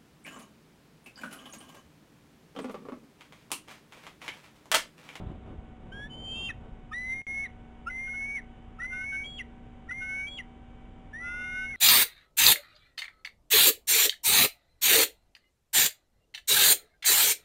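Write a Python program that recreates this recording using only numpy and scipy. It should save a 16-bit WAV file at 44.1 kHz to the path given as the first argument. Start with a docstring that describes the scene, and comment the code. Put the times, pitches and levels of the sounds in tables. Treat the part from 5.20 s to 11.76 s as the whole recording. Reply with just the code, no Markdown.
"""At the nest of a bird of prey, one microphone, a small motor droning close by, wind buffeting at first.
The bird whistles six calls with both sides of its voice box, which mix into sum and difference tones;
trunk, ground and branches send a little back. The sound travels on a slow stream that folds high
partials back and drops out once. The player resamples it by repeating its clock's last sample,
which mirrors each whistle."""
import sys
import numpy as np
from scipy import signal
from scipy.fft import rfft, irfft
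from scipy.io import wavfile
from scipy.ndimage import uniform_filter1d, minimum_filter1d, map_coordinates

SR = 44100
rng = np.random.default_rng(int(sys.argv[2]) if len(sys.argv) > 2 else 0)


def master(y):
    """Save y as 16-bit WAV."""
    cut = np.clip(np.atleast_2d(y).T, -1, 1)
    pcm = np.round(cut * 32767)  # scale
    wavfile.write(sys.argv[1], SR, pcm.astype(np.int16))


N = 289296
T = np.arange(N) / SR


def amp(db):
    """dB to gain."""
    return 10 ** (np.asarray(db) / 20)


def drift(rate_hz):
    """Random wander of spread 1: noise twice through a one-pole low-pass, run in for a second."""
    pole = np.exp(-2 * np.pi * rate_hz / SR)
    slow = signal.lfilter([1], [1, -2 * pole, pole * pole], rng.standard_normal(N + SR))[SR:]
    return slow / slow.std()


def coloured(spectrum):
    """Noise of rms 1, shaped by rows of f/Hz, relative level/dB."""
    hz, db = np.transpose(spectrum)
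    grid = np.fft.rfftfreq(N, 1 / SR) + 1
    shape = amp(np.interp(np.log(grid), np.log(hz), db))
    noise = irfft(rfft(rng.standard_normal(N)) * shape, N)
    return noise / noise.std()


# Shaft speed: t/s, f/Hz
SHAFT_SPEED = [(0, 29.86), (2.3, 29.89), (3.3, 30.13), (4.1, 30.28), (4.95, 30.54), (5.4, 30.62),
               (5.8, 30.56), (6.56, 30.4)]
# Lines of the drone: multiple of shaft speed, level/dB, waver/dB
MOTOR_ORDERS = [(1.034, -56.5, 1.2), (1.973, -57.5, 0.99), (3.057, -65, 2), (3.963, -66.5, 1.5),
                (5.02, -72, 1.5), (6.04, -70, 1.1), (7.84, -55.5, .8), (10.04, -69.5, 0.77),
                (14.04, -72.5, 0.85), (25.03, -62.5, 0.44), (31.47, -73.5, 1.3), (50.3, -75, 1.6),
                (65, -82.5, 1.5), (74.5, -75, 0.88), (92.5, -83.5, 1.4), (99.8, -78.5, 1.8)]
def motor():
    """A small motor near the microphone hums at orders of its shaft speed, each wavering in level."""
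    angle = 2 * np.pi * np.cumsum(np.interp(T, *np.transpose(SHAFT_SPEED))) / SR
    starts = rng.uniform(0, 2 * np.pi, len(MOTOR_ORDERS))
    return sum(np.sqrt(2) * amp(db + waver_db * drift(4.1)) * np.sin(order * angle + start)
               for (order, db, waver_db), start in zip(MOTOR_ORDERS, starts))


# Wind strength, as the level of its thudding: t/s, level/dB
GUSTS = [(0, -36), (.02, -41.5), (.12, -42), (.21, -49), (.31, -44.5), (.35, -49.5), (.5, -53), (.57, -60),
         (.63, -47.5), (1.14, -48.5), (1.54, -53.5), (1.9, -59), (2.4, -62), (3.4, -65), (4.3, -58.5),
         (5.2, -70), (6.1, -55.5), (6.56, -64)]
# Spectra of the thudding and the rush: f/Hz, relative level/dB
THUD_SPECTRUM = [(12, -12.5), (40, 4.5), (110, 3), (170, -2.5), (260, -7.5), (500, -34.5)]
RUSH_SPECTRUM = [(60, -20.5), (200, 1.5), (400, -3), (700, -8.5), (1400, -20), (3000, -55)]
def wind(thud_lumps_db=1.5, rush_db=-5, rush_lumps_db=3.0):
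    """Wind on the microphone: low thuds and a brighter rush, both in lumps."""
    strength_db = np.interp(T, *np.transpose(GUSTS))
    thuds = amp(strength_db + thud_lumps_db * drift(14)) * coloured(THUD_SPECTRUM)
    rush = amp(strength_db + rush_db + rush_lumps_db * drift(7.2)) * coloured(RUSH_SPECTRUM)
    return thuds + rush


# Background spectrum: f/Hz, relative level/dB
AIR_SPECTRUM = [(12, -4.5), (25, 1), (70, -6.5), (200, -13), (450, -19), (900, -24), (1500, -29.5),
                (2400, -33), (3600, -37.5), (4500, -46)]
def noise_floor(level_db=-51.5):
    """Steady air around the nest and circuit noise."""
    return amp(level_db) * coloured(AIR_SPECTRUM)


# Hiss spectrum: f/Hz, relative level/dB
HISS_SPECTRUM = [(20, 7.5), (3500, 9), (4200, 2), (7500, 7), (9000, 1), (10500, -20)]
def player_hiss(level_db=-82.5):
    """Faint hiss of the player at the far end of the stream."""
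    return amp(level_db) * coloured(HISS_SPECTRUM)


# Single eddies: t/s, peak level/dB, length/s
EDDIES = [(0.022, -29.5, 0.0094), (0.071, -35, 0.0096), (0.102, -31.5, 0.0083), (0.39, -30, 0.018),
          (0.789, -45, 0.016), (1.002, -39, 0.023), (1.535, -37.5, 0.035)]
def eddy_thumps():
    """Each eddy gives the microphone's diaphragm one push with a dip on either side."""
    pressure = np.zeros(N)
    for s, db, length_s in EDDIES:
        spread = (np.pi * (T - s) / length_s) ** 2
        pressure += amp(db) * (1 - 2 * spread) * np.exp(-spread)
    return pressure


def membrane(notes, octave_fade_db_per_s, edge_s=.005, join_s=.008, shimmer_db=.8, rasp_db=-31.5):
    """One side of the voice box, a near sine with a rasp of turbulent air: sound, phase, envelope."""
    notes = sorted(notes, key=lambda note: note[1][0][0])
    gate, octave = np.zeros(N), np.zeros(N)
    for octave_db, rows in notes:
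        start, end = rows[0][0], rows[-1][0]
        on = np.clip(np.minimum(T - start, end - T) / edge_s + .5, 0, 1)
        gate += on
        age = T[on > 0] - start
        flare_db = 4.5 * np.exp(-age / .026)   # the octave flares as a note starts
        octave[on > 0] = amp(octave_db - octave_fade_db_per_s * age + flare_db)
    # notes closer than join_s run into each other
    join = round(join_s * SR)
    gate = minimum_filter1d(-minimum_filter1d(-gate, size=join), size=join)
    s, hz, db = np.transpose([row for _, rows in notes for row in rows])
    pitch = np.interp(T, s, hz)
    phase = 2 * np.pi * np.cumsum(pitch) / SR
    envelope = np.sqrt(2) * np.minimum(gate, 1) * amp(np.interp(T, s, db) + shimmer_db * drift(52))
    tone = np.sin(phase) + octave * np.sin(2 * phase)
    # the tone sounds rougher the faster its pitch slides
    slide_khz_per_s = np.abs(uniform_filter1d(np.gradient(pitch), SR // 80)) * SR / 1000
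    roughness = amp(rasp_db + 1.0839 * np.minimum(slide_khz_per_s, 20)) * drift(600)
    return envelope * (tone + roughness * np.cos(phase)), phase, envelope


# Long whistles, one entry a note: relative octave level/dB, rows of (t/s, f/Hz, level/dB)
LONG_WHISTLES = [ (-8, [(0.716, 1510, -61), (0.724, 1532, -45.5), (0.736, 1600, -47.5), (0.842, 1700, -42),
                 (0.86, 1730, -45.5), (0.874, 1764, -50), (0.882, 1780, -72)]), (-32, [(0.893, 3030, -64),
                 (0.903, 3032, -51.5), (0.945, 3058, -47), (1.005, 3102, -47.5), (1.119, 3145, -36.5),
                 (1.261, 3172, -40), (1.283, 3102, -41), (1.288, 3103, -56)]), (-15, [(1.722, 1750, -48),
                 (1.732, 1786, -38), (1.742, 1897, -36), (1.77, 1971, -35.5), (1.842, 2023, -36.5),
                 (1.928, 2090, -32), (1.944, 2122, -35), (2.04, 2152, -40), (2.114, 2157, -35),
                 (2.238, 2207, -33.5)]), (-29, [(2.697, 2090, -41), (2.705, 2030, -38.5),
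                 (2.783, 2091, -38), (2.791, 2103, -35), (2.909, 2159, -37.5), (3.049, 2204, -34.5),
                 (3.071, 2237, -39), (3.091, 2231, -34), (3.147, 2254, -36), (3.16, 2206, -29.5)]),
                 (-31.5, [(3.595, 1812, -53), (3.603, 1850, -37), (3.625, 1980, -36), (3.661, 2025, -36),
                 (3.671, 2085, -44), (3.729, 2104, -37), (3.897, 2227, -37), (3.955, 2207, -35),
                 (4.035, 2252, -36.5), (4.043, 2305, -46), (4.061, 2290, -43), (4.078, 2316, -73)]),
                 (-32, [(4.687, 1889, -52), (4.695, 1884, -35.5), (4.713, 2014, -38.5),
                 (4.723, 2020, -32.5), (4.737, 2080, -42), (4.779, 2136, -38.5), (5.037, 2245, -34.5),
                 (5.085, 2344, -43), (5.108, 2351, -60)]), (-30, [(5.929, 1723, -59), (5.937, 1732, -42.5),
                 (5.963, 1846, -38.5), (5.973, 1894, -43), (6.017, 1990, -40.5), (6.073, 2038, -38.5),
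                 (6.177, 2099, -43.5), (6.241, 2118, -39), (6.52, 2190, -38)]), ]
def main_side():
    """The main membrane carries the calls; its octave weakens quickly as a note settles."""
    return membrane(LONG_WHISTLES + list(falls()), octave_fade_db_per_s=15.5)


# Reflections from trunk and ground: delay/s, relative level/dB
REFLECTIONS = [(.023, -23), (.041, -27.5)]
def tree_echoes(call, band_hz=(2040, 3500), scatter_db=-15, scatter_t60_s=.2):
    """Two reflections and the branches' dying scatter, in the band the surroundings return best."""
    t = T[:SR // 2]
    response = rng.standard_normal(len(t)) * amp(-60 * t / scatter_t60_s) * (t > .008)
    response *= amp(scatter_db) / np.sqrt(np.sum(response ** 2))
    for delay_s, db in REFLECTIONS:
        response[round(delay_s * SR)] += amp(db)
    band = signal.butter(2, band_hz, "band", fs=SR, output="sos")
    return signal.fftconvolve(signal.sosfilt(band, call), response)[:N]


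# Held notes, one entry a note: relative octave level/dB, rows of (t/s, f/Hz, level/dB)
HELD_NOTES = [ (-30, [(1.06, 2540, -67), (1.13, 2623, -54.5), (1.17, 2699, -42), (1.22, 2745, -43.5),
              (1.274, 2756, -39), (1.284, 2762, -43), (1.292, 2565, -33), (1.31, 2554, -57)]),
              (-31, [(3.7, 1456, -62), (3.732, 1492, -38), (3.782, 1498, -44), (3.828, 1518, -39.5),
              (3.842, 1525, -45), (3.865, 1513, -70)]), (-27, [(3.918, 1548, -53), (3.928, 1546, -39.5),
              (3.958, 1545, -41), (3.98, 1569, -64)]), (-28, [(4.804, 1490, -59), (4.82, 1504, -40.5),
              (4.854, 1512, -46), (4.934, 1525, -42.5), (4.974, 1527, -50), (5.002, 1531, -44.5),
              (5.055, 1533, -62)]), (-29, [(6.0, 1329, -62), (6.042, 1417, -42.5), (6.076, 1426, -39),
              (6.218, 1472, -39), (6.312, 1473, -41.5), (6.358, 1491, -37.5), (6.442, 1517, -35),
              (6.468, 1510, -44.5), (6.485, 1527, -56)]), ]
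def second_side():
    """The second membrane adds held notes, catches and high notes at its own pitch."""
    return membrane(HELD_NOTES + list(catches()) + list(high_notes()), octave_fade_db_per_s=3.0)


# How strongly the two sides pull on each other: t/s, gain/dB
SIDE_COUPLING = [(1.15, 7), (1.27, 5), (1.3, 11.5), (2.8, 2), (3.75, 0.1), (3.95, -3), (4.83, 2.5),
                 (4.93, -5), (5.03, 2), (6.05, 3), (6.2, 8.5), (6.42, 2.5), (6.5, 9)]
# Mixing tones: multiple of main, multiple of second, level/dB with both at -40 dB and coupling at 0 dB
MIXING_TONES = [(2, -1, -62), (1, 1, -68.5), (2, -2, -70.5), (-1, 2, -90)]
def voice_box():
    """Both sides sing and, where they overlap, mix into sum and difference tones."""
    main, main_phase, main_envelope = main_side()
    second, second_phase, second_envelope = second_side()
    overlap = main_envelope * second_envelope / (2 * amp(-80))
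    coupling = amp(np.interp(T, *np.transpose(SIDE_COUPLING)))
    mixed = sum(np.sqrt(2) * amp(db) * np.sin(m * main_phase + n * second_phase)
                for m, n, db in MIXING_TONES)
    return main + second + overlap * coupling * mixed


# Call endings: t/s, length/s, from f/Hz, to f/Hz, early level/dB, late level/dB, relative octave level/dB
CLOSING_FALLS = [(1.292, 0.024, 2029, 1689, -45, -33.5, -17), (2.24, 0.03275, 2188, 1755, -33.5, -39, -17),
                 (3.165, .039, 2226, 1720, -31, -39, -30), (4.195, .027, 2150, 1818, -38.5, -36.5, -30),
                 (5.188, .028, 2140, 1804, -38.5, -39, -31), (6.522, 0.053, 2213, 1800, -38, -39.5, -30)]
def falls(hold_share=.64, fade_db=12.5, bend=1.3):
    """The main side ends each call with a quickening downward slide that fades over its last part."""
    shares = [0, hold_share / 2, hold_share, 1]
    for s, length, from_hz, to_hz, early_db, late_db, octave_db in CLOSING_FALLS:
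        levels = [early_db, (early_db + late_db) / 2, late_db, late_db - fade_db]
        yield octave_db, [(s + k * length, from_hz + k ** bend * (to_hz - from_hz), db)
                          for k, db in zip(shares, levels)]


# Catches in the voice: t/s, length/s, from f/Hz, to f/Hz, peak level/dB
SHORT_CATCHES = [(1.71, 0.029, 1218, 1303, -40), (2.661, 0.037, 1288, 1500, -30),
                 (2.703, 0.012, 1483, 1500, -44), (2.867, 0.036, 1515, 1511, -45),
                 (2.93, 0.036, 1474, 1510, -46.5), (3.001, 0.0298, 1555, 1510, -53.5),
                 (3.584, .023, 1329, 1314, -43.5), (3.613, 0.016, 1430, 1388, -40.5),
                 (3.636, .024, 1453, 1452, -43.5), (3.989, .045, 1547, 1557, -53),
                 (4.673, 0.026, 1368, 1360, -56), (4.705, 0.016, 1450, 1439, -36.5),
                 (6.496, 0.031, 1555, 1592, -48.5), (6.534, .022, 1510, 1450, -50.5)]
def catches(octave_db=-22):
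    """The second side sounds for an instant: rise, sagging hold, release."""
    shape = [(0, 20.5), (.3, 0), (.77, 5), (1, 20.5)]   # share of length, drop below peak/dB
    for s, length, from_hz, to_hz, db in SHORT_CATCHES:
        yield octave_db, [(s + k * length, from_hz + k * (to_hz - from_hz), db - drop)
                          for k, drop in shape]


def dropout(off_s=2.018, remnant_end_s=2.05, back_s=2.0675, switch_s=.0005):
    """Gain of the stream: it breaks off, a remnant fades to near silence, it snaps back a bit louder."""
    corners = [(off_s - switch_s, -.5), (off_s + switch_s, -13.5), (remnant_end_s, -27.5),
               (remnant_end_s + .005, -52), (back_s - switch_s, -52), (back_s, 0)]   # t/s, gain/dB
    return amp(np.interp(T, *np.transpose(corners)))


# High notes: t/s, length/s, f/Hz, level/dB, break f/Hz, break level/dB
HIGH_NOTES = [(4.039, .166, 3310, -44, 2700, -39), (5.068, .131, 3333, -44, 2750, -37.5)]
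def high_notes(scoop_s=.01764, scoop_hz=119.3, octave_db=-20):
    """The second side jumps to a high note that scoops up, holds and breaks downwards."""
    for s, length, hz, db, break_hz, break_db in HIGH_NOTES:
        end = s + length
        scoop = [(s, hz - scoop_hz, db - 4), (s + scoop_s, hz - scoop_hz / 4, db)]
        hold = [(s + 3 * scoop_s, hz, db), (end - .0341, hz, db)]
        sag_and_break = [(end - .024, hz - 75.3, db + .5), (end - .012, break_hz, break_db)]
        rebound = [(end, break_hz + 100.4, break_db - 9.5)]
        yield octave_db, scoop + hold + sag_and_break + rebound


def steep_low_pass(x, hz):
    """Brick-wall low-pass."""
    return signal.sosfilt(signal.ellip(14, .1, 80, hz, fs=SR, output="sos"), x)


def slow_stream(x, rate_hz=8000, edge_hz=3704):
    """Slow sampling folds what the input filter leaves above half the rate back below it."""
    filtered = signal.sosfilt(signal.butter(12, edge_hz, fs=SR, output="sos"), x)
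    mirrored = 2 * filtered * np.cos(2 * np.pi * rate_hz * T)
    return steep_low_pass(filtered + mirrored, rate_hz / 2)


def player_resampling(x, clock_hz=48000):
    """Each sample repeats the player clock's last one: a sawtooth timing error mirrors the whistles."""
    held_s = np.floor(T * clock_hz) / clock_hz
    return map_coordinates(x, [held_s * SR], order=3, mode="nearest")


def scene():
    """Bird, echoes, nearby motor, wind and air at the one microphone by the nest."""
    bird = voice_box()
    return (bird + tree_echoes(bird) + motor() + wind() + eddy_thumps() + noise_floor())[None]


def record(dry):
    """From microphone to listener: slow stream, dropout, hiss, resampling, top cut off."""
    received = slow_stream(dry[0]) * dropout() + player_hiss()
    return steep_low_pass(player_resampling(received), hz=10820)[None]


dry = scene()
out = record(dry)
master(out)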